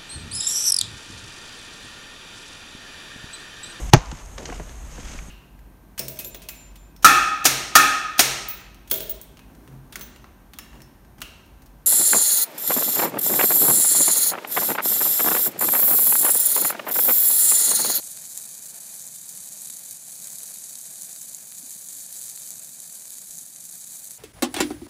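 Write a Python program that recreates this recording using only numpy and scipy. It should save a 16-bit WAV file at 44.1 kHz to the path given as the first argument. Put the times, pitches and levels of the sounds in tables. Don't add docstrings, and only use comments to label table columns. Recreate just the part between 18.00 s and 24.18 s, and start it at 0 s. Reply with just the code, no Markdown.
import sys
import numpy as np
from scipy import signal
from scipy.fft import rfft, irfft
from scipy.io import wavfile
from scipy.ndimage import uniform_filter1d

SR = 44100
rng = np.random.default_rng(int(sys.argv[2]) if len(sys.argv) > 2 else 0)


def elevation(decibels):
    levels = np.asarray(decibels, float)
    return 10 ** (levels / 20)


def wrap_up_sound(samples):
    columns = np.atleast_2d(samples).T
    tamed = np.clip(columns, -1, 1)
    steps = np.round(tamed * 32767).astype(np.int16)
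    wavfile.write(sys.argv[1], SR, steps)


N = 272535

# time in seconds, crackle level in dB.
BLAZE_VIGOUR = [(0.0, -37.5), (0.93, -40.5), (1.69, -40), (2.05, -40), (2.44, -39.5), (3.53, -40),
                (4.37, -38.5), (4.66, -41.5), (5.08, -40.5), (5.54, -41), (5.87, -41.5), (6.18, -40.5)]
# centre in seconds, length in ms, depth in dB.
CRACKLE_LULLS = [(0.152, 27, 6), (0.195, 13, 6), (0.287, 17, 6), (0.465, 30, 5), (0.565, 12.0, 4),
                 (0.609, 15, 15), (0.733, 15, 20), (0.796, 8, 18), (1.208, 30, 3.1), (1.272, 11, 7),
                 (1.503, 12, 7), (1.938, 7.0, 14), (2.001, 32, 8), (2.035, 37, 3), (2.368, 15, 8),
                 (2.53, 20, 1), (2.884, 13, 2.9), (2.968, 27, 2.5), (3.143, 19, 8), (3.275, 11, 8),
                 (3.442, 62, 9.5), (3.621, 48, 5.5), (4.047, 13.0, -1), (4.094, 53, 8), (4.143, 31, -1),
                 (4.346, 15, 10), (4.61, 21.0, 5), (4.708, 34, 4.1), (4.78, 45, 5), (5.041, 10, 8),
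                 (5.088, 14.0, 8), (5.203, 8.4, 4), (5.237, 18, 5), (5.444, 50, 7), (5.51, 60, 5),
                 (5.595, 29, 6), (6.011, 14, 7), (6.091, 8.3, 19), (6.17, 26, 11)]
# frequency in Hz, level in dB per Hz.
BURST_COLOUR = [(100, -25), (1500, -22.5), (2800, -14.5), (3700, -7.5), (4600, -15), (5200, -6.5),
                (6200, -4), (7400, 1), (8800, -1), (10800, 1.5), (12000, -4), (13600, -4.5), (14800, -4.5),
                (15700, -13)]
# delay in ms, level in dB, sign.
BURST_ECHOES = [(.37, -8, -1), (1.3, -15, 1), (1.45, -13, -1), (1.9, -18, -1)]
# time in seconds, peak in dB, brightness in dB.
LOUD_SNAPS = [(0.1124, -19, 11.0), (1.0676, -21, 0.0), (1.292, -20, -1.0), (1.3505, -23, 1.0),
              (1.3741, -21, 5.0), (1.6186, -20, 11.0), (1.6579, -17, 5.0), (1.9102, -17, 8.0),
              (2.3569, -19, 8.0), (2.3845, -17, 11.0), (2.4329, -18, 5.0), (2.5405, -22, 10.0),
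              (2.7549, -17, 0.0), (2.787, -20, 11.0), (3.0208, -18, 9.0), (3.0326, -20, 9.0),
              (3.3473, -19, -5.0), (3.7075, -19, 4.0), (3.7152, -21, -2.0), (4.1263, -17, 11.0),
              (4.1941, -22, 6.0), (4.2145, -20, 3.0), (4.2296, -22, 6.0), (4.2909, -21, -5.0),
              (4.2979, -18, -2.0), (4.475, -21, 0.0), (4.5057, -15, 1.0), (4.8027, -20, 5.0),
              (5.1052, -18, 0.0), (5.3818, -19, 11.0)]
# time in seconds, peak in dB, brightness in dB.
TWIG_BURSTS = [(0.0051, -24, 6), (0.0319, -25, 7), (0.0451, -23, 6), (0.0496, -26, 3), (0.0638, -27, 9),
               (0.072, -24, 6), (0.0747, -23, 1), (0.0778, -26, 2), (0.1028, -24, 4), (0.1171, -25, -1),
               (0.123, -25, 6), (0.1301, -25, 11), (0.1337, -26, 5), (0.22, -26, 3), (0.2757, -25, 5),
               (0.2983, -25, 10), (0.3274, -26, 2), (0.3594, -26, 3), (0.3999, -24, 1), (0.423, -22, 5),
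               (0.4277, -24, 4), (0.4379, -23, -2), (0.4415, -26, 3), (0.4527, -26, 6),
               (0.4559, -23, 4), (0.4755, -25, 10), (0.4902, -26, 4), (0.5122, -26, 7),
               (0.5311, -25, 6), (0.5429, -25, 4), (0.5512, -26, 4), (0.5792, -26, 0), (0.6254, -23, 4),
               (0.6366, -24, 6), (0.6583, -24, 10), (0.6728, -25, 1), (0.7006, -23, -1),
               (0.7404, -26, 8), (0.7452, -25, 0), (0.7591, -25, 3), (0.7645, -26, 5), (0.8041, -26, 2),
               (0.8347, -24, 9), (0.8671, -25, 0), (0.8795, -26, 5), (0.8924, -25, 7),
               (0.9525, -22, 11), (0.9962, -23, 3), (1.0038, -24, 5), (1.0179, -23, 6),
               (1.0244, -25, -1), (1.0547, -26, 5), (1.0761, -23, 3), (1.0819, -25, 5),
               (1.1551, -26, 10), (1.1606, -23, 9), (1.1858, -26, 0), (1.1969, -26, -2),
               (1.2586, -26, 2), (1.2832, -26, 4),
               (1.2971, -25, 2), (1.3596, -26, 11), (1.364, -25, 2), (1.4378, -25, 11),
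                   (1.4605, -22, 3), (1.4742, -25, 2), (1.4771, -26, 3), (1.4894, -23, 5), (1.4952, -26, 6),
                   (1.5211, -23, 3), (1.5249, -24, 0), (1.5675, -25, 10), (1.6031, -26, 10),
                   (1.6117, -26, 6), (1.6212, -26, -2), (1.6265, -26, 7), (1.6482, -23, 11),
                   (1.6547, -26, -1), (1.6756, -24, 10), (1.6861, -24, 3), (1.6894, -26, 11),
                   (1.7037, -21, 3), (1.7267, -24, 4), (1.7373, -26, 1), (1.7435, -25, 5),
                   (1.7652, -26, 10), (1.7697, -23, 5), (1.7929, -26, 1), (1.854, -23, 11),
                   (1.8601, -24, 1), (1.8627, -26, 6), (1.9133, -26, 8), (1.9275, -22, 11),
                   (1.9307, -25, 5), (1.9521, -26, -1), (2.0674, -26, 3), (2.0945, -26, -1),
                   (2.1549, -25, 3), (2.2002, -25, 5), (2.22, -23, 11), (2.2344, -25, 4), (2.2434, -25, 2),
                   (2.2465, -26, -2), (2.2555, -26, 2), (2.2585, -26, 3), (2.2993, -26, 10),
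                   (2.303, -26, 8), (2.3154, -24, 4), (2.3307, -24, 1), (2.3335, -24, -4), (2.3496, -26, 2),
                   (2.3932, -26, 3), (2.4401, -25, 5), (2.4576, -23, -3), (2.4636, -23, 6),
                   (2.4802, -27, 3), (2.5016, -25, 4), (2.5082, -24, 4), (2.5609, -23, 5), (2.5712, -25, 8),
               (2.5737, -26, 6), (2.586, -26, 2), (2.64, -23, -1), (2.6425, -26, 3), (2.6956, -26, 3),
                   (2.7094, -26, 2), (2.7312, -26, 4), (2.7763, -23, 7), (2.7911, -26, 2), (2.8073, -26, 0),
                   (2.8139, -22, 10), (2.8388, -26, 5), (2.8549, -25, 9), (2.869, -26, 11),
                   (2.8759, -27, 11), (2.9574, -26, 2), (2.9973, -26, 9), (3.0124, -25, 7),
                   (3.0944, -26, 5), (3.1297, -25, 6), (3.1542, -26, 5), (3.2114, -25, 5), (3.2151, -25, 5),
                   (3.2177, -26, 0), (3.2282, -26, 6), (3.2321, -25, 11), (3.2949, -26, 4),
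                   (3.3121, -26, -1), (3.3327, -25, 4), (3.3677, -25, 8), (3.5288, -26, 5),
                   (3.5811, -23, 5), (3.5849, -22, 6), (3.5908, -26, 11), (3.5992, -25, 9),
                   (3.6287, -26, 4), (3.6681, -25, 9), (3.6955, -25, 7), (3.8117, -26, 11),
                   (3.8197, -26, 7), (3.8869, -24, -2), (3.9271, -24, 6), (3.9308, -24, 3),
                   (3.9351, -26, 0), (3.9509, -25, 2), (3.9734, -22, 4), (3.9896, -27, 2), (3.9958, -24, 5),
                   (4.0024, -26, -2), (4.0058, -25, 0), (4.0235, -24, 8), (4.027, -26, 8), (4.034, -24, 8),
                   (4.0631, -27, 3), (4.1063, -26, 6), (4.1657, -26, 1), (4.1714, -23, 6), (4.1755, -26, 6),
                   (4.1903, -25, -1), (4.2052, -25, 5),
               (4.2217, -22, -1), (4.2391, -24, 6), (4.256, -26, 2), (4.2698, -23, 4), (4.2941, -25, 1),
                   (4.3009, -26, -1), (4.3161, -24, 3), (4.3543, -25, 7), (4.3568, -26, 7),
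                   (4.3612, -24, 3), (4.4015, -26, 11), (4.4193, -26, 8), (4.434, -24, 2), (4.4658, -24, 1),
                   (4.4808, -24, 7), (4.4897, -24, 1), (4.5154, -26, 5), (4.519, -27, 3), (4.5572, -22, 3),
                   (4.595, -22, 2), (4.6264, -25, 3), (4.6331, -25, 11), (4.6471, -23, 2), (4.652, -26, -1),
                   (4.6921, -23, -4), (4.8424, -26, 1), (4.926, -23, 5), (4.988, -25, 7), (5.0215, -26, -5),
                   (5.1366, -26, 2), (5.1537, -24, -5), (5.2163, -25, 9), (5.3086, -22, 0),
                   (5.3725, -24, 3), (5.3868, -23, 1), (5.3924, -24, 1), (5.4312, -26, 5), (5.4634, -26, 1),
                   (5.6915, -26, -4), (5.7104, -25, 3), (5.7131, -26, 5), (5.7232, -26, -2),
                   (5.7266, -23, -1), (5.7326, -26, 8), (5.7553, -22, 4), (5.8414, -24, -3),
                   (5.8712, -24, 4), (5.8756, -26, 5), (5.8823, -26, 7), (5.922, -26, 2), (5.9466, -25, 11),
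                   (5.958, -24, 2), (5.9693, -26, 7), (5.9934, -25, 5), (6.041, -26, 8), (6.0442, -19, 11),
                   (6.0544, -26, 2), (6.0703, -25, 11), (6.0742, -23, -4), (6.1161, -22, 1),
               (0.1879, -27, -2), (0.7851, -27, 7), (0.807, -27, 9), (0.8099, -27, 8), (0.9428, -27, 7),
               (0.9636, -27, 8), (1.0429, -27, 4), (1.2144, -27, 2), (1.2656, -27, 11), (1.3265, -28, 7),
               (1.4049, -28, 7), (1.7883, -27, 5), (1.9712, -27, 7), (2.0257, -28, 5), (2.1221, -27, -1),
               (2.158, -27, 5), (3.0591, -27, 2), (3.0705, -28, 6), (3.2897, -28, 8), (3.3184, -27, 4),
               (3.4083, -27, -1), (3.428, -29, 2), (3.4801, -28, 3), (3.5169, -27, 3), (3.5465, -27, 3),
               (3.6522, -27, 3), (3.7505, -28, 11), (3.7791, -27, 6), (4.5383, -27, 4), (4.582, -27, -4),
               (4.5998, -28, 6), (4.6729, -27, 8), (4.7487, -28, -2), (4.8329, -27, 4), (4.8778, -27, 0),
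               (4.9593, -28, 10), (4.9757, -27, 4), (5.0785, -27, 7), (5.0812, -27, 7), (5.1916, -27, -2),
               (5.2439, -28, 2), (5.2721, -28, 10), (5.3304, -27, 6), (5.3544, -27, 0), (5.4571, -27, 7),
               (5.6044, -29, 6), (5.6535, -28, 4), (5.6586, -28, 4), (5.6966, -27, 2), (5.7804, -29, 8),
               (5.8447, -27, -2), (5.9089, -28, 5), (5.9187, -29, 7), (5.9529, -27, 5), (5.9998, -27, 0),
               (6.1357, -27, 8)]
# time in seconds, snap peak in dB, pop peak in dB, pop pitch in Hz.
THICK_TWIGS = [(0.0281, -27, -36, 2200.0), (0.04, -23, -40, 2700.0), (0.1736, -25, -31, 2500.0),
               (0.2403, -28, -37, 2800.0), (0.2524, -26, -36, 2400.0), (0.3757, -12, -52, 3000.0),
               (1.3773, -31, -40, 2300.0), (1.5511, -36, -41, 2700.0), (1.6731, -22, -39, 3000.0),
               (1.7002, -18, -37, 2700.0), (1.7342, -29, -36, 2700.0), (2.272, -17, -42, 2600.0),
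               (2.2822, -25, -40, 2300.0), (2.4043, -25, -38, 2800.0), (2.5573, -28, -39, 2500.0),
               (3.1617, -26, -34, 2900.0), (3.5223, -24, -33, 2500.0), (4.2824, -22, -38, 2700.0),
               (4.3759, -21, -32, 2600.0), (4.8978, -33, -38, 2700.0), (5.055, -25, -40, 2200.0),
               (5.184, -22, -38, 2600.0), (5.5614, -25, -38, 2400.0), (6.1086, -20, -39, 3000.0)]
# time in seconds, peak in dB, pitch in Hz.
GAS_PUFFS = [
    (3.635, -53.5, 255),
    (3.762, -54, 194),
]
# frequency in Hz, level in dB per Hz.
ROAR_COLOUR = [(45, -58), (65, -19), (110, -6), (170, 1.5), (260, -5), (400, -17), (700, -31)]
# frequency in Hz, level in dB per Hz.
RUSH_COLOUR = [(100, -29), (400, -5.5), (660, 1.5), (900, -4.5), (1240, -9), (1700, -3), (2100, -9),
               (2400, -2), (2800, -10.5), (4000, -10)]
# time in seconds, rush level in dB.
DRAUGHT_LEVEL = [
    (0.0, -54),
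    (0.5, -55.5),
    (3.3, -57.5),
    (4.1, -57.5),
    (4.9, -56),
    (5.3, -61),
    (6.18, -58.5),
]
# frequency in Hz, level in dB per Hz.
GUST_COLOUR = [(15, -1), (30, 18), (55, 13), (80, 18), (150, -19)]
# centre in Hz, width in Hz, gain in dB.
COLOUR_PEAKS = [(2820, 67, -9.5), (3450, 280, -7.5), (4616, 530, 8), (5070, 120, -5.5), (8024, 960, 5.5),
                (10250, 250, 0), (11500, 420, 1)]
# time in seconds, centre of the thin zone in Hz, depth in dB, loss of top in Hz.
TREBLE_THINNING = [(0, 13200, 2, 300), (1.0, 13100, 2.5, 220), (1.15, 15200, 4.5, 120),
                   (1.5, 15200, 3, 120), (1.9, 13500, 1, 150), (2.4, 13950, 4, 30), (3.5, 14000, 5.5, 20),
                   (6.18, 14050, 6.5, 0)]
# low edge in Hz, high edge in Hz, threshold in dB re band mean.
THINNED_BANDS = [(4950, 5500, -6), (2650, 3000, -8)]

PLACES = 18
TOP_HZ = 15770
SCATTER_MS, SCATTER_DB = .4, -11
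LULL_SCALE, LULL_WIDTH = 0.37, 0.82
SNAP_THIN_HZ, SNAP_THIN_SHARE, SNAP_TOP_HZ = 4600, .6, 14500
THICK_BRIGHT_DB = 1
POP_CUT_HZ, POP_RAISE, KNOCK_RAISE = 1100, 1.3, 1.5
PUSH_DB, PUSH_LOW_HZ, PUSH_HIGH_HZ = -24, 1900, 3400
ROAR_DB, ROAR_FALL_DB_PER_S = -62, 0.28
SUDDEN_DB, SUDDEN_S = 4.7, .03


def in_time(rows):
    s, *columns = np.transpose(rows)
    t = np.arange(N) / SR
    return [np.interp(t, s, column) for column in columns]


def rms_one(x):
    return x / np.sqrt(np.mean(x ** 2) + 1e-20)


def drift(rate_hz):
    r = np.exp(-2 * np.pi * rate_hz / SR)
    noise = rng.standard_normal(N + SR)
    return rms_one(signal.lfilter([1], [1, -2 * r, r * r], noise)[SR:])


def causal(points, tilt_db=0, size=2048):
    hz = np.maximum(np.fft.rfftfreq(size, 1 / SR), 1)
    point_hz, point_db = np.transpose(points)
    level_db = np.interp(np.log(hz), np.log(point_hz), point_db)
    octaves = np.clip(np.log2(hz / 8300), -.3, .3)
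    treble_only = np.clip(hz / 1500 - 3, 0, 1)
    level_db = level_db + tilt_db * octaves * treble_only
    cepstrum = irfft(np.log(elevation(level_db)))
    cepstrum[1:size // 2] *= 2
    cepstrum[size // 2 + 1:] = 0
    return np.exp(rfft(cepstrum))


def burst(tilt_db, stretch):
    colour = causal(BURST_COLOUR, tilt_db)
    w = 2 * np.pi * np.linspace(0, SR / 2, len(colour))
    paths = 1
    for ms, db, sign in BURST_ECHOES:
        delay_s = ms * stretch ** ms / 1000
        paths = paths + np.sign(sign) * elevation(db) * np.exp(-1j * w * delay_s)
    t_ms = np.arange(len(colour) * 2 - 2) / SR * 1000
    scatter = elevation(SCATTER_DB) * rng.standard_normal(len(t_ms)) * np.exp(-t_ms / SCATTER_MS)
    scatter[0] = 1
    scattered = colour * rfft(scatter) / np.sqrt(np.sum(scatter ** 2))
    clean_peak = np.max(np.abs(signal.hilbert(irfft(colour))))
    return irfft(scattered * paths)[:512] / clean_peak


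def lulls():
    t = np.arange(N) / SR
    sunk_db = np.zeros(N)
    for s, ms, db in CRACKLE_LULLS:
        width_s = LULL_WIDTH * ms / 1000
        sunk_db -= LULL_SCALE * db * np.exp(-((t - s) / width_s) ** 2)
    return sunk_db


def flurry(loud, width_ms, gain_db):
    s, peak_db, _ = np.transpose(loud)
    power = np.zeros(N)
    np.add.at(power, (s * SR).astype(int), elevation(2 * (peak_db + gain_db)))
    t_ms = np.arange(-600, 601) / SR * 1000
    steepness = np.where(t_ms < 1, 2, 1)
    shape = np.exp(-np.abs(t_ms - 1) / width_ms * steepness)
    return np.abs(signal.oaconvolve(power, shape, "same"))


def crackle(loud, crackle_db, per_s, spread_db, clump_db, top_db, hiss_db):
    clumps = elevation(clump_db * (0.41 * drift(22) + drift(45) + 1.1 * drift(150)))
    born = rng.random(N) < per_s * clumps / SR
    sizes = elevation(np.minimum(spread_db * rng.exponential(1, N), top_db))
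    dealt = rng.integers(0, PLACES, N)
    signs = rng.choice([1, 1, -1], N)
    hiss = elevation(hiss_db) * rng.standard_normal(N)
    clicks = rms_one(born * sizes * signs) + hiss
    tilts_db = np.linspace(-12.0, 12.0, PLACES)
    stretches = np.linspace(1.08, .92, PLACES)
    out = np.zeros(N)
    for place in range(PLACES):
        snap = burst(tilts_db[place], stretches[place])
        out += signal.oaconvolve(clicks * (dealt == place), snap)[:N]
    power = elevation(2 * crackle_db) + flurry(loud, width_ms=2.0, gain_db=-21.5)
    return np.sqrt(power) * rms_one(out)


def twigs():
    return np.array(TWIG_BURSTS)


def snaps(loud, gain_db, lead_s, dull_db, bright_db):
    s, peak_db, bright = np.transpose(loud)
    at = ((s - lead_s) * SR).astype(int)
    share = np.clip((bright + 5) / 16, 0, 1)
    out = np.zeros(N)
    for place, stretch in enumerate(np.linspace(1.05, .95, PLACES)):
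        here = np.arange(len(s)) % PLACES == place
        for tilt_db, part in ((dull_db, 1 - share), (bright_db, share)):
            clicks = np.zeros(N)
            np.add.at(clicks, at, here * np.sqrt(part) * elevation(peak_db + gain_db))
            out += signal.oaconvolve(clicks, burst(tilt_db, stretch))[:N]
    thin = signal.sosfilt(signal.butter(1, SNAP_THIN_HZ, "high", fs=SR, output="sos"), out)
    soft = signal.butter(2, SNAP_TOP_HZ, fs=SR, output="sos")
    return signal.sosfilt(soft, out + SNAP_THIN_SHARE * (thin - out))


def blips(rows, cycles, gain_db):
    out = np.zeros(N + SR)
    for s, db, hz in rows:
        t = np.arange(int(3 * cycles / hz * SR)) / SR
        age = t * hz / cycles * 3
        start = int((s - cycles / hz / 3) * SR)
        swell = age * np.exp(1 - age)
        out[start:start + len(t)] += elevation(db + gain_db) * swell * np.sin(2 * np.pi * hz * t)
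    return out[:N]


def pops(small):
    s, peak_db, bright_db = np.transpose(small)
    push_hz = rng.uniform(PUSH_LOW_HZ, PUSH_HIGH_HZ, len(small))
    pushes = np.column_stack([s, peak_db + PUSH_DB - bright_db, push_hz])
    thick = np.array(THICK_TWIGS)[:, [0, 2, 3]]
    out = blips(thick * [1, 1, POP_RAISE], cycles=.7, gain_db=2.5)
    out += blips(thick * [1, 1, KNOCK_RAISE], cycles=1.6, gain_db=0)
    out += blips(pushes, cycles=.7, gain_db=0)
    return signal.sosfilt(signal.butter(2, POP_CUT_HZ, "high", fs=SR, output="sos"), out)


def turbulence(points, level_db, flicker_db):
    run_in = 8192
    noise = rng.standard_normal(N + run_in)
    coloured = signal.fftconvolve(noise, irfft(causal(points, size=run_in)))[run_in:N + run_in]
    return elevation(level_db + flicker_db * drift(21.0)) * rms_one(coloured)


def flame_roar():
    roar_db = ROAR_DB - ROAR_FALL_DB_PER_S * np.arange(N) / SR
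    return turbulence(ROAR_COLOUR, roar_db, flicker_db=1.54)


def hot_air_rush():
    rush_db, = in_time(DRAUGHT_LEVEL)
    return turbulence(RUSH_COLOUR, rush_db, flicker_db=2.0)


def gusts():
    return turbulence(GUST_COLOUR, level_db=-93, flicker_db=8)


def gas_puffs():
    return blips(GAS_PUFFS, cycles=3.3, gain_db=5.5)


def scene():
    blaze_db, = in_time(BLAZE_VIGOUR)
    crackle_db = blaze_db + lulls() - .6
    small = twigs()
    thick = [(s, db, THICK_BRIGHT_DB) for s, db, _, _ in THICK_TWIGS]
    loud = np.vstack([LOUD_SNAPS, thick, small])
    fire = crackle(loud, crackle_db, per_s=2600, spread_db=5.5, clump_db=1.94, top_db=5.5, hiss_db=-6.0)
    fire = fire + snaps(loud, gain_db=2.3, lead_s=.00008, dull_db=-14, bright_db=10)
    fire = fire + pops(small) + gas_puffs()
    air = flame_roar() + hot_air_rush() + gusts()
    return (fire + air)[None]


def microphone(x):
    for hz, width_hz, db in COLOUR_PEAKS:
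        w, a = 2 * np.pi * hz / SR, elevation(db / 2)
        q = np.sin(w) * width_hz / hz / 2
        turn = -2 * np.cos(w)
        x = signal.lfilter([1 + q * a, turn, 1 - q * a], [1 + q / a, turn, 1 - q / a], x)
    return x


def thin_treble(x, from_hz, zone_hz, under_db, waver_db, edge_share, size=2048):
    hz, s, frames = signal.stft(x, SR, nperseg=size)
    power = uniform_filter1d(np.abs(frames) ** 2, size=3, axis=0)
    at = np.minimum((s * SR).astype(int), N - 1)
    centre_hz, depth_db, loss_hz = (curve[at] for curve in in_time(TREBLE_THINNING))
    edge_hz = TOP_HZ - edge_share * loss_hz * np.clip(1 + drift(6)[at] / 2, 0, 2)
    zone_db = depth_db * np.exp(-((hz[:, None] - centre_hz) / zone_hz) ** 2)
    top = (hz > from_hz) & (hz < TOP_HZ)
    limit_db = under_db + zone_db + waver_db * drift(8.1)[at]
    limit = elevation(2 * limit_db) * np.mean(power[top], axis=0)
    weak = (power < limit) & top[:, None]
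    weak = weak | (hz[:, None] >= edge_hz)
    for low_hz, high_hz, db in THINNED_BANDS:
        band = (hz > low_hz) & (hz < high_hz)
        smooth = uniform_filter1d(power[band], size=size // 256, axis=0)
        weak[band] = smooth < elevation(2 * db) * np.mean(power[band])
    return signal.istft(frames * ~weak, SR, nperseg=size)[1][:N]


def sudden(x):
    power = x ** 2
    jump = uniform_filter1d(power, size=128) > elevation(2 * SUDDEN_DB) * uniform_filter1d(power, size=2048)
    near = uniform_filter1d(jump * 1., size=int(SUDDEN_S * SR)) > 1e-6
    return uniform_filter1d(near * 1., size=256)


def roll_off(x):
    return signal.sosfilt(signal.butter(12, 16720, fs=SR, output="sos"), x)


def record(dry):
    heard = microphone(dry[0])
    slow = thin_treble(heard, from_hz=12900, zone_hz=300, under_db=-2.7, waver_db=1.6, edge_share=1)
    quick = thin_treble(heard, from_hz=12600, zone_hz=150, under_db=-.8, waver_db=1.5, edge_share=0, size=256)
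    thin = slow + sudden(heard) * (quick - slow)
    below_top = np.fft.rfftfreq(N, 1 / SR) < TOP_HZ + 80
    mix = irfft(rfft(thin) * below_top, N)[None]
    return roll_off(mix)


dry = scene()
out = record(dry)
wrap_up_sound(out)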